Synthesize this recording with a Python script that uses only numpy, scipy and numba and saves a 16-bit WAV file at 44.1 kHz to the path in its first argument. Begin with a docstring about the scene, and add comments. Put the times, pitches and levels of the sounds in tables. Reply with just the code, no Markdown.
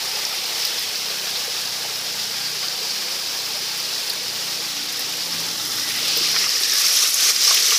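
"""In an open shelter of corrugated iron, fish fry in a wok of hot oil over charcoal; the microphone nears it late.
Steam bubbles are random clicks and decaying sines, filtered into sizzle, spray, foam and boil.
Droplets spit and steam pockets pop as dying noise; large bubbles, and a microphone knock, ring as gliding sines.
Outside, a far engine drones as a sum of harmonics that sink in pitch, until the shelter screens it.
A low rumble of filtered noise and a faint hum lie beneath. Mono, on two equal channels."""
import sys
import numpy as np
from scipy import signal
from scipy.fft import rfft, irfft
from scipy.io import wavfile
from scipy.ndimage import map_coordinates
from numba import njit

SR = 44100
rng = np.random.default_rng(int(sys.argv[2]) if len(sys.argv) > 2 else 0)


def inscribe(sig):
    """Save sig as 16-bit PCM at rate SR to the path in sys.argv[1].

    A 1-D sig is mono; a 2-D sig holds one channel per row.
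    Samples are clipped to [-1, 1] before scaling.
    """
    pcm = np.round(np.clip(np.atleast_2d(sig).T, -1, 1) * 32767)
    wavfile.write(sys.argv[1], SR, pcm.astype(np.int16))


N = 343098
TIME = np.arange(N) / SR  # seconds


def sizzle(flurry):
    """Bubble resonance: tiny steam bubbles burst and ring round one bright pitch that rises over the oil."""
    # Spectrum of the sizzle before its pitch rises. Each row: frequency in Hz, level in dB.
    sizzle_colour = [(1000, -62.5), (2000, -21), (2750, -8.5), (3480, -2.5), (4300, 1.5), (5020, 4.5),
                     (5620, 2), (6350, -4.5), (7380, -8.5), (9000, -17.5), (15000, -29)]
    cracks = scatter(bursts(per_s=9000, spread_db=1.5), t60=0.04, wet_db=-2.0)
    rings = bubbles(count=5000, low_hz=2494, high_hz=6965, cycles=200, spread_db=2.5)
    fizz = colour(cracks + undb(-11.5) * rings, sizzle_colour)
    # reading the sound up to a tenth faster raises its pitch by that share
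    reading_speed = 1 + np.interp(TIME, [6.25, 7.1], [0, 0.1])
    raised = map_coordinates(fizz, [np.cumsum(reading_speed)], order=3, mode="wrap")
    return unit(raised) * undb(0.55 * flurry + 0.35 * walk(count=160))


def spitting(flurry):
    """Impulsive excitation: fine droplets tick in the top octave, and fewer, sharper ones fly out."""
    # Spectrum of the fine spray. Each row: frequency in Hz, level in dB.
    spit_colour = [(4000, -16), (7000, -15), (8500, 0.5), (9800, 0.5), (11300, 5), (13000, -1),
                   (15500, -1.5)]
    ticks = scatter(bursts(per_s=5600, spread_db=4.0), t60=0.036, wet_db=4)
    rings = bubbles(count=4000, low_hz=7530, high_hz=13670, cycles=330, spread_db=3.5)
    strays = scatter(bursts(per_s=45, spread_db=2.8), t60=0.0064, wet_db=-21)
    sharp = resonate(strays, np.full(N, 13000.), 3000.)
    spray = colour(ticks + undb(-9.0) * rings, spit_colour)
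    level_db = 1.0 * flurry + 0.65 * walk(count=14)
    return unit(spray + undb(-18) * unit(sharp)) * undb(level_db)


def seething(flurry):
    """Bubble resonance at middle size: bubbles break in the foam round the fish, crackling and ringing."""
    # Spectrum of the foam. Each row: frequency in Hz, level in dB.
    seethe_colour = [(800, -22.5), (1020, -14), (1120, -1.5), (1450, -1), (1750, 1), (2400, 6), (3200, 5),
                     (5000, -9.5)]
    crackle = bursts(per_s=5000, spread_db=1.0)
    rings = bubbles(count=5000, low_hz=957.6, high_hz=3125, cycles=88, spread_db=1.5)
    foam = colour(crackle + undb(-9.5) * rings, seethe_colour)
    return foam * undb(0.47 * flurry + 0.55 * walk(count=20))


def boiling():
    """Larger bubbles ring lower: they roll up through the deep oil in uneven waves."""
    # Spectrum of the boil. Each row: frequency in Hz, level in dB.
    boil_colour = [(150, -14), (300, -4), (400, 1), (475, 5), (540, 2.5), (640, 1.5), (820, 6), (1000, 3),
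                   (1400, -2)]
    crackle = bursts(per_s=3500, spread_db=1.47)
    rings = bubbles(count=900, low_hz=338.8, high_hz=1006, cycles=74, spread_db=0.0)
    roll = colour(crackle + undb(-16.0) * rings, boil_colour)
    return roll * undb(0.68 * walk(count=8))


def splutter():
    """Transients standing out: spits and pops are damped noise; plops and one knock are damped sines."""
    # Levels here are relative within each group; a common gain follows.
    # Droplets spitting out of the oil. Each row: start in seconds, level in dB, pitch in Hz.
    spit_events = [(.0488, -16, 11500), (.291, -16, 11500), (.348, -14, 11500), (.576, -17, 8500),
                   (.6504, -7.5, 12000), (.6694, -14, 12000), (.7936, -8, 12000), (.8254, -11, 11500),
                   (.8904, -19, 14000), (1.954, -17, 11500), (3.7763, -12.5, 13000), (3.8, -15, 13500),
                   (4.097, -10, 11500), (4.134, -12, 11000), (4.9252, -9, 10900), (4.9938, -9, 12000),
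                   (5.007, -13, 12500), (5.096, -17, 13500), (5.17, -13, 9500), (5.3114, -17, 13000),
                   (5.401, -12, 12500), (5.7553, -16, 11400), (6.0815, -11, 10500), (6.1735, -3, 14200),
                   (6.2726, -13, 9000), (6.315, -11, 11400), (6.6228, -13, 8300), (6.7361, -4, 11800),
                   (6.7555, -12, 12900), (6.781, -8, 12000), (6.8982, -10, 12000), (6.9237, -7, 11600),
                   (6.9865, -9, 9500), (7.076, -8, 12000), (7.0948, -6, 11000), (7.1418, -1.5, 11400),
                   (7.24, -6, 12500), (7.441, -6, 12000), (7.4914, -9, 11100), (7.5448, -2, 12500),
                   (7.6296, -8, 12100), (7.706, -6, 12500)]
    # Steam pockets bursting.
    # Each row: start in seconds, level in dB, pitch in Hz, bandwidth in Hz, T60 in seconds.
    pop_events = [(0.153, -7, 4960, 1200, 0.027), (0.251, -5, 4940, 1200, .025), (.617, -8, 5100, 800, .04),
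                  (.649, -4, 5030, 1190, .045), (.956, -4, 4800, 1200, 0.033), (1.357, -8, 4000, 800, .047),
                  (1.656, -10.5, 4900, 1200, .03), (2.683, -6, 4840, 1200, .03),
                  (3.937, -9, 3900, 1800, .03), (3.951, -8, 4900, 1200, .04), (4.099, -4, 4710, 1000, .05),
                  (5.324, -8.5, 5130, 800, .04), (5.796, -6, 5050, 1200, .03), (6.08, -5.5, 4900, 800, .04),
                  (6.341, -11, 1500, 1500, 0.061), (6.357, -3, 4870, 1500, .05),
                  (6.362, -5, 1900, 1700, 0.05), (6.441, -6.5, 2400, 1800, .032),
                  (6.465, -14, 1250, 500, .04), (6.492, -1, 4900, 2000, .01), (6.558, -4, 5350, 1200, .04),
                  (6.634, 3.5, 4900, 2000, 0.024), (6.697, -2, 5400, 1800, .03),
                  (6.719, -3, 5100, 1200, .035), (6.861, 1, 5470, 800, 0.068),
                  (6.949, -6, 5400, 2500, .008), (6.959, -4, 5400, 2500, .008),
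                  (7.015, -8, 5600, 1600, .02), (7.024, -2, 5600, 800, .03), (7.074, 0, 6000, 1600, .018),
                  (7.141, -1, 6600, 400, .028), (7.362, 2, 4900, 1800, .028), (7.477, 1, 5600, 800, 0.037),
                  (7.509, -17, 620, 400, .045), (7.57, -4, 3100, 1000, .06), (7.625, 4, 5340, 2500, .007),
                  (7.706, -4, 3000, 1200, 0.054), (7.721, -13, 1510, 900, .067)]
    # Large bubbles; the ring at 6.167 s is a knock from handling the microphone.
    # Each row: start in seconds, level in dB, pitch in Hz, T60 in seconds.
    ring_events = [(1.084, -25, 1220, .06), (1.478, -23, 465, .06), (1.849, -25, 822, .06),
                   (4.162, -30, 600, .05), (5.784, -22, 1500, .06), (6.167, -18.5, 466, .06),
                   (6.209, -24, 350, .065), (6.364, -29, 680, .05), (6.61, -25.5, 390, .05),
                   (6.808, -20, 1181, .055), (7.026, -23, 1210, .06), (7.032, -24.5, 450, .05),
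                   (7.476, -15, 1170, .05), (7.509, -11.5, 1100, .055), (7.72, -20, 1160, .08),
                   (7.722, -26, 440, .06)]
    spits, pops, rings = np.zeros((3, N))
    for s, db, hz in spit_events:
        add(spits, s, undb(db) * puff(hz, width=11000, t60=0.021))
        # finer drops trail after each spit
        add(spits, s, undb(db - 10) * puff(hz, width=11000, t60=0.09))
    for s, db, hz, width, t60 in pop_events:
        add(pops, s, undb(db) * puff(hz, width, t60))
    for s, db, hz, t60 in ring_events:
        ring = bubble(hz, t60, glide=0.018)
        # noise roughens each ring: in a bubble, its skin tears
        rough = puff(hz, hz / 2, t60) / 2
        add(rings, s, undb(db) * (ring + rough) / 2)
    return undb(-8.0) * spits + undb(-8.5) * pops + undb(1.0) * rings


def walls(x, over_rim):
    """Interference of reflections: shelter and wok sides lift or hollow bands, shifting with the microphone."""
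    # Three moving bands. Each row: time in seconds, centre frequency in Hz, gain at the centre in dB.
    crest_band = [(0, 5200, 0.5), (2.2, 4500, -1), (2.8, 4700, 2.5), (4.6, 4960, -1), (5.4, 4800, -1.5),
                  (5.72, 4500, -6), (5.95, 4670, -2.5), (6.2, 5100, 3), (6.55, 5300, 2), (6.9, 5600, 0.5),
                  (7.1, 5900, 1), (7.4, 5670, 0.5), (7.78, 5850, 1.5)]
    upper_band = [(0, 4100, 0), (.5, 4000, 2.5), (.95, 2800, 1.5), (1.4, 2570, -0.5), (5.4, 2400, -0.5),
                  (5.7, 2480, -8.5), (5.88, 2800, -1), (6.05, 3200, 3.5), (6.28, 2980, 2), (6.42, 3500, -2),
                  (6.7, 3500, 0.5)]
    lower_band = [(0, 830, 2.5), (.55, 844, 2.5), (.75, 1100, -4), (1.2, 1640, 3.5), (5.4, 1580, 1.5),
                  (5.95, 2020, 7.5), (6.17, 1730, -8), (6.4, 1930, 5), (6.7, 1720, 6.5), (7.05, 1650, -5),
                  (7.3, 2000, 2), (7.78, 1900, 3)]
    for band, width_hz in (crest_band, 600.), (upper_band, 1160.), (lower_band, 160.):
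        hz, db = curves(band)
        x = x + (undb(db) - 1) * resonate(x, hz, width_hz)
    # above the wok a 3 dB gap opens just under the foam
    hollow = resonate(x, np.full(N, 900.), 160.)
    return x + (undb(-3 * over_rim) - 1) * hollow


def engine():
    """Harmonic series of a firing rate: the drone sinks in pitch and wavers until the iron screens it."""
    # Harmonics of the engine, with levels before and after its change of tone.
    # Each row: multiple of the firing rate, earlier level in dB, later level in dB.
    engine_orders = [(3, -19.5, -19), (4, -7, -7.5), (5, -9, -5.5), (6, -7, 2), (7, -6, -12),
                     (8, -11, -3.5), (9, -19, -5), (10, -24, -10.5), (11, -15, 1.5)]
    # Single harmonics swell out of the drone or drop away for a moment.
    # Each row: multiple, time of the middle in seconds, width at half height in seconds, change in dB.
    engine_swells = [(3, 0.86, .3, 16), (4, 0.67, 0.61, -11), (4, 2, 0.52, 5), (4, 2.88, .25, -14),
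                     (4, 4.1, .2, -12), (4, 4.72, .22, -14), (4, 5.82, 0.3, 8), (5, 1.4, 1.2, 0),
                     (5, 2.55, .5, 8), (5, 3.04, 0.23, -12), (6, 1.22, 0.18, 5.5), (6, 2.76, .55, 5),
                     (6, 3.35, .14, -12), (6, 4.02, 0.11, -11), (6, 5, .09, -14), (6, 5.4, 0.2, 5.5),
                     (6, 5.8, 0.35, -12), (6, 6.28, 0.32, 3.5), (7, 0.87, 1.3, -3), (7, 2.22, 0.28, 7),
                     (7, 2.55, .25, -8), (7, 3.05, 0.27, 4), (7, 4.35, .3, 7), (10, 4.82, .18, 16),
                     (11, 4.7, 0.093, -3), (11, 5.3, .15, -6), (11, 5.95, .15, -3)]
    firing_hz = 32.2 - 0.71 * TIME
    phase = 2 * np.pi * np.cumsum(firing_hz) / SR
    # loudest at 3.4 s, growing and fading by 0.7 dB a second
    level_db = -51.5 - 0.7 * np.abs(TIME - 3.4)
    level_db += -30 * ramp(6.58, length=0.32)  # the iron walls cut off the engine
    # most of the upper harmonics come through between these times
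    near = np.interp(TIME, [3.15, 4.8], [0, 1])
    drone = np.zeros(N)
    for k, far_db, near_db in engine_orders:
        # moving air makes each harmonic fade and wander in phase, the high ones wandering most
        wander = 2 * np.pi * rng.random() + k / 12 * walk(count=9)
        swell_db = sum(db * swell(s, length) for multiple, s, length, db in engine_swells if multiple == k)
        order_db = far_db + near * (near_db - far_db) + swell_db + 2.0 * walk(count=4)
        drone += undb(order_db) * np.sin(k * phase + wander)
    return np.sqrt(2) * drone * undb(level_db)


def hum():
    """Pure tone: a faint sine of fixed pitch whose level drifts a little."""
    return np.sin(2 * np.pi * 104 * TIME) * undb(-64 + 2 * walk(count=2))


def rumble():
    """Filtered noise: a low outdoor rumble that swells once and wavers."""
    # Spectrum of the rumble. Each row: frequency in Hz, level in dB.
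    outdoor_colour = [(18, -7), (30, -18), (50, -27), (75, -19), (105, -5.5), (200, -6.5), (280, 0),
                      (450, -12), (1500, -78)]
    level_db = -56.5 + 8.5 * swell(5.7, length=2.2)
    noise = colour(rng.standard_normal(N), outdoor_colour)
    return noise * undb(level_db + 1.8 * walk(count=9))


def bubble(hz, t60, glide):
    """Bubble resonance: a damped sine rises in pitch by the share `glide`, as for a bubble nearing the surface."""
    ring = fade(t60)
    pitch = hz * (1 + glide * np.linspace(0, 1, len(ring)))
    turns = np.cumsum(pitch) / SR
    onset = 1 - np.exp(-turns)
    return ring * onset * np.sin(2 * np.pi * turns)


def bubbles(count, low_hz, high_hz, cycles, spread_db):
    """Superposition: a swarm of bubbles with random times, pitches and levels; T60 spans `cycles`; rms 1."""
    out = np.zeros(N)
    for when, pitch, size in rng.random((count, 3)):
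        hz = low_hz * (high_hz / low_hz) ** pitch
        gain = undb(-spread_db * np.log(size + 0.01))
        add(out, when * N / SR, gain * bubble(hz, cycles / hz, glide=0.047))
    return unit(out)


def bursts(per_s, spread_db):
    """Poisson-like process: randomly timed clicks of either sign, many small and a few large; rms 1."""
    happens = rng.random(N) < per_s / SR
    size = undb(spread_db * np.minimum(rng.exponential(size=N), 6))
    return unit(happens * size * rng.choice([-1, 1], N))


def scatter(x, t60, wet_db):
    """Diffuse reflection: wok sides and iron walls follow each click with decaying random echoes; rms 1."""
    energy = np.abs(signal.fftconvolve(x ** 2, fade(t60) ** 2)[:N])  # abs removes rounding below zero
    echoes = unit(np.sqrt(energy) * rng.standard_normal(N))
    return unit(x + undb(wet_db) * echoes)


def puff(hz, width, t60):
    """Damped noise: a dying burst passes twice through one band-pass; peak 1."""
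    ring = fade(t60)
    centre = np.full(len(ring), float(hz))
    burst = ring * rng.standard_normal(len(ring))
    for _ in range(2):
        burst = resonate(burst, centre, float(width))
    return burst / np.abs(burst).max()


@njit
def resonate(x, hz, width):
    """Resonance: a state-variable band-pass whose centre may move; gain 1 at the centre."""
    y, band, low = np.empty(len(x)), 0., 0.
    for i in range(len(x)):
        g = np.tan(np.pi * hz[i] / SR)
        damping = width / hz[i]
        v = (band + g * (x[i] - low)) / (1 + g * (g + damping))
        band = 2 * v - band
        low = low + 2 * g * v
        y[i] = damping * v
    return y


def colour(x, points):
    """Minimum-phase filtering: a cepstrum gives the causal filter through (Hz, dB) points; rms 1."""
    hz, db = np.transpose(points)
    size = 4096
    grid = np.maximum(np.fft.rfftfreq(size, 1 / SR), 1)
    cepstrum = irfft(np.log(undb(np.interp(np.log(grid), np.log(hz), db))))
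    # folding the second half onto the first makes the filter causal
    cepstrum[1:size // 2] *= 2
    cepstrum[size // 2 + 1:] = 0
    impulse_response = irfft(np.exp(rfft(cepstrum)))
    return unit(signal.fftconvolve(x, impulse_response)[:N])


def fade(t60):
    """Exponential decay: falls by 60 dB in t60 seconds."""
    t = TIME[:int(t60 * SR) + 2]
    return np.exp(-np.log(1000) * t / t60)


def walk(count):
    """Random modulation: lines join `count` new chance values a second; rms 1."""
    knots = rng.standard_normal(int(count * N / SR) + 2)
    return unit(np.interp(TIME * count, np.arange(len(knots)), knots))


def ramp(s, length):
    """Linear transition: from 0 to 1 over `length` seconds centred on s."""
    return np.clip((TIME - s) / length + 0.5, 0, 1)


def swell(s, length):
    """Gaussian envelope: a bell of height 1 at s, `length` seconds wide at half height."""
    return 0.5 ** ((2 * (TIME - s) / length) ** 2)


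def curves(rows):
    """Linear interpolation: each column of a table, joined by straight lines in time."""
    s, *columns = np.transpose(rows)
    return [np.interp(TIME, s, c) for c in columns]


def add(track, s, sound):
    """Superposition: mix a short sound in at time s."""
    start = max(int(s * SR), 0)
    part = track[start:start + len(sound)]
    part += sound[:len(part)]


def undb(db):
    """Logarithmic level: decibels to amplitude gain."""
    return 10 ** (np.asarray(db) / 20)


def unit(x):
    """Normalisation: scale to rms 1."""
    return x / np.sqrt(np.mean(x ** 2))


def scene():
    """Common modulation: flurries drive sizzle, spray and foam; nearness raises them, the boil hardly changes."""
    # How much louder the sizzle is as the microphone moves. Each row: time in seconds, gain in dB.
    nearness = [(0, 0), (1.0, 0.5), (2.0, -0.1), (3.0, 0.25), (4.6, 0.1), (5.7, 2), (6.25, 5.5), (6.9, 8.5),
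                (7.78, 8.5)]
    # Extra level of the spray, strong where the microphone faces the oil.
    # Each row: time in seconds, gain in dB.
    spray_level = [(5.4, -6), (5.9, 0.5), (6.15, -3), (6.45, -3.5), (6.77, 1.5), (7.05, 2), (7.35, -0.5),
                   (7.55, -1), (7.69, 3), (7.76, -4)]
    # The frying surges or lulls.
    # Each row: time of the middle in seconds, width at half height in seconds, change in dB.
    surges = [(0.618, .087, 1), (4.6, 0.32, 0), (6.486, .048, -3.5), (6.607, 0.061, -2.5),
              (6.672, 0.046, -2.5), (6.99, .03, 0.5), (7.11, .04, -4), (7.16, 0.031, -5),
              (7.25, 0.061, 2.5), (7.308, 0.019, 1.5), (7.332, 0.035, -5.5), (7.382, 0.035, -3.5),
              (7.497, 0.18, 2), (7.685, 0.051, 2), (7.775, .06, -1.5)]
    [near_db] = curves(nearness)
    [spray_db] = curves(spray_level)
    surge_db = sum(db * swell(s, length) for s, length, db in surges)
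    # foam and boil are livelier at first and settle
    settle_db = 2 * np.exp(-TIME ** 2)
    # the microphone comes over the rim and faces the oil
    over_rim = ramp(6.68, length=0.11)
    # close up, single pockets of steam dominate and the flurries deepen
    depth = np.interp(TIME, [5.8, 6.8], [1, 1.3])
    flurry = depth * unit(walk(count=30) + 0.17 * walk(count=90))

    # base levels are those from afar; foam, boil and spray follow nearness or surges only in part
    sizzle_db = -27 + near_db + surge_db
    spitting_db = -37 + near_db + 0.25 * surge_db + spray_db
    foam_db = -35 + 0.86 * near_db + 0.87 * surge_db + settle_db
    boil_db = -34 + 0.074 * near_db + 0.87 * surge_db + settle_db
    boil_db += -1.5 * over_rim  # the boil is weaker over the rim
    wok = sizzle(flurry) * undb(sizzle_db)
    wok += spitting(flurry) * undb(spitting_db)
    wok += seething(flurry) * undb(foam_db)
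    wok += boiling() * undb(boil_db)
    mono = walls(wok, over_rim) + splutter() + engine() + hum() + rumble()
    return np.array([mono, mono])


def record(dry):
    """Band limiting: the recorder thins the bass below 50 Hz and cuts the top steeply above 15450 Hz."""
    bass_cut = signal.butter(2, 50, "highpass", fs=SR, output="sos")
    top_cut = signal.ellip(12, 0.1, 85, 15450, fs=SR, output="sos")
    thin = signal.sosfilt(bass_cut, dry)
    return signal.sosfilt(top_cut, thin)


dry = scene()
out = record(dry)
inscribe(out)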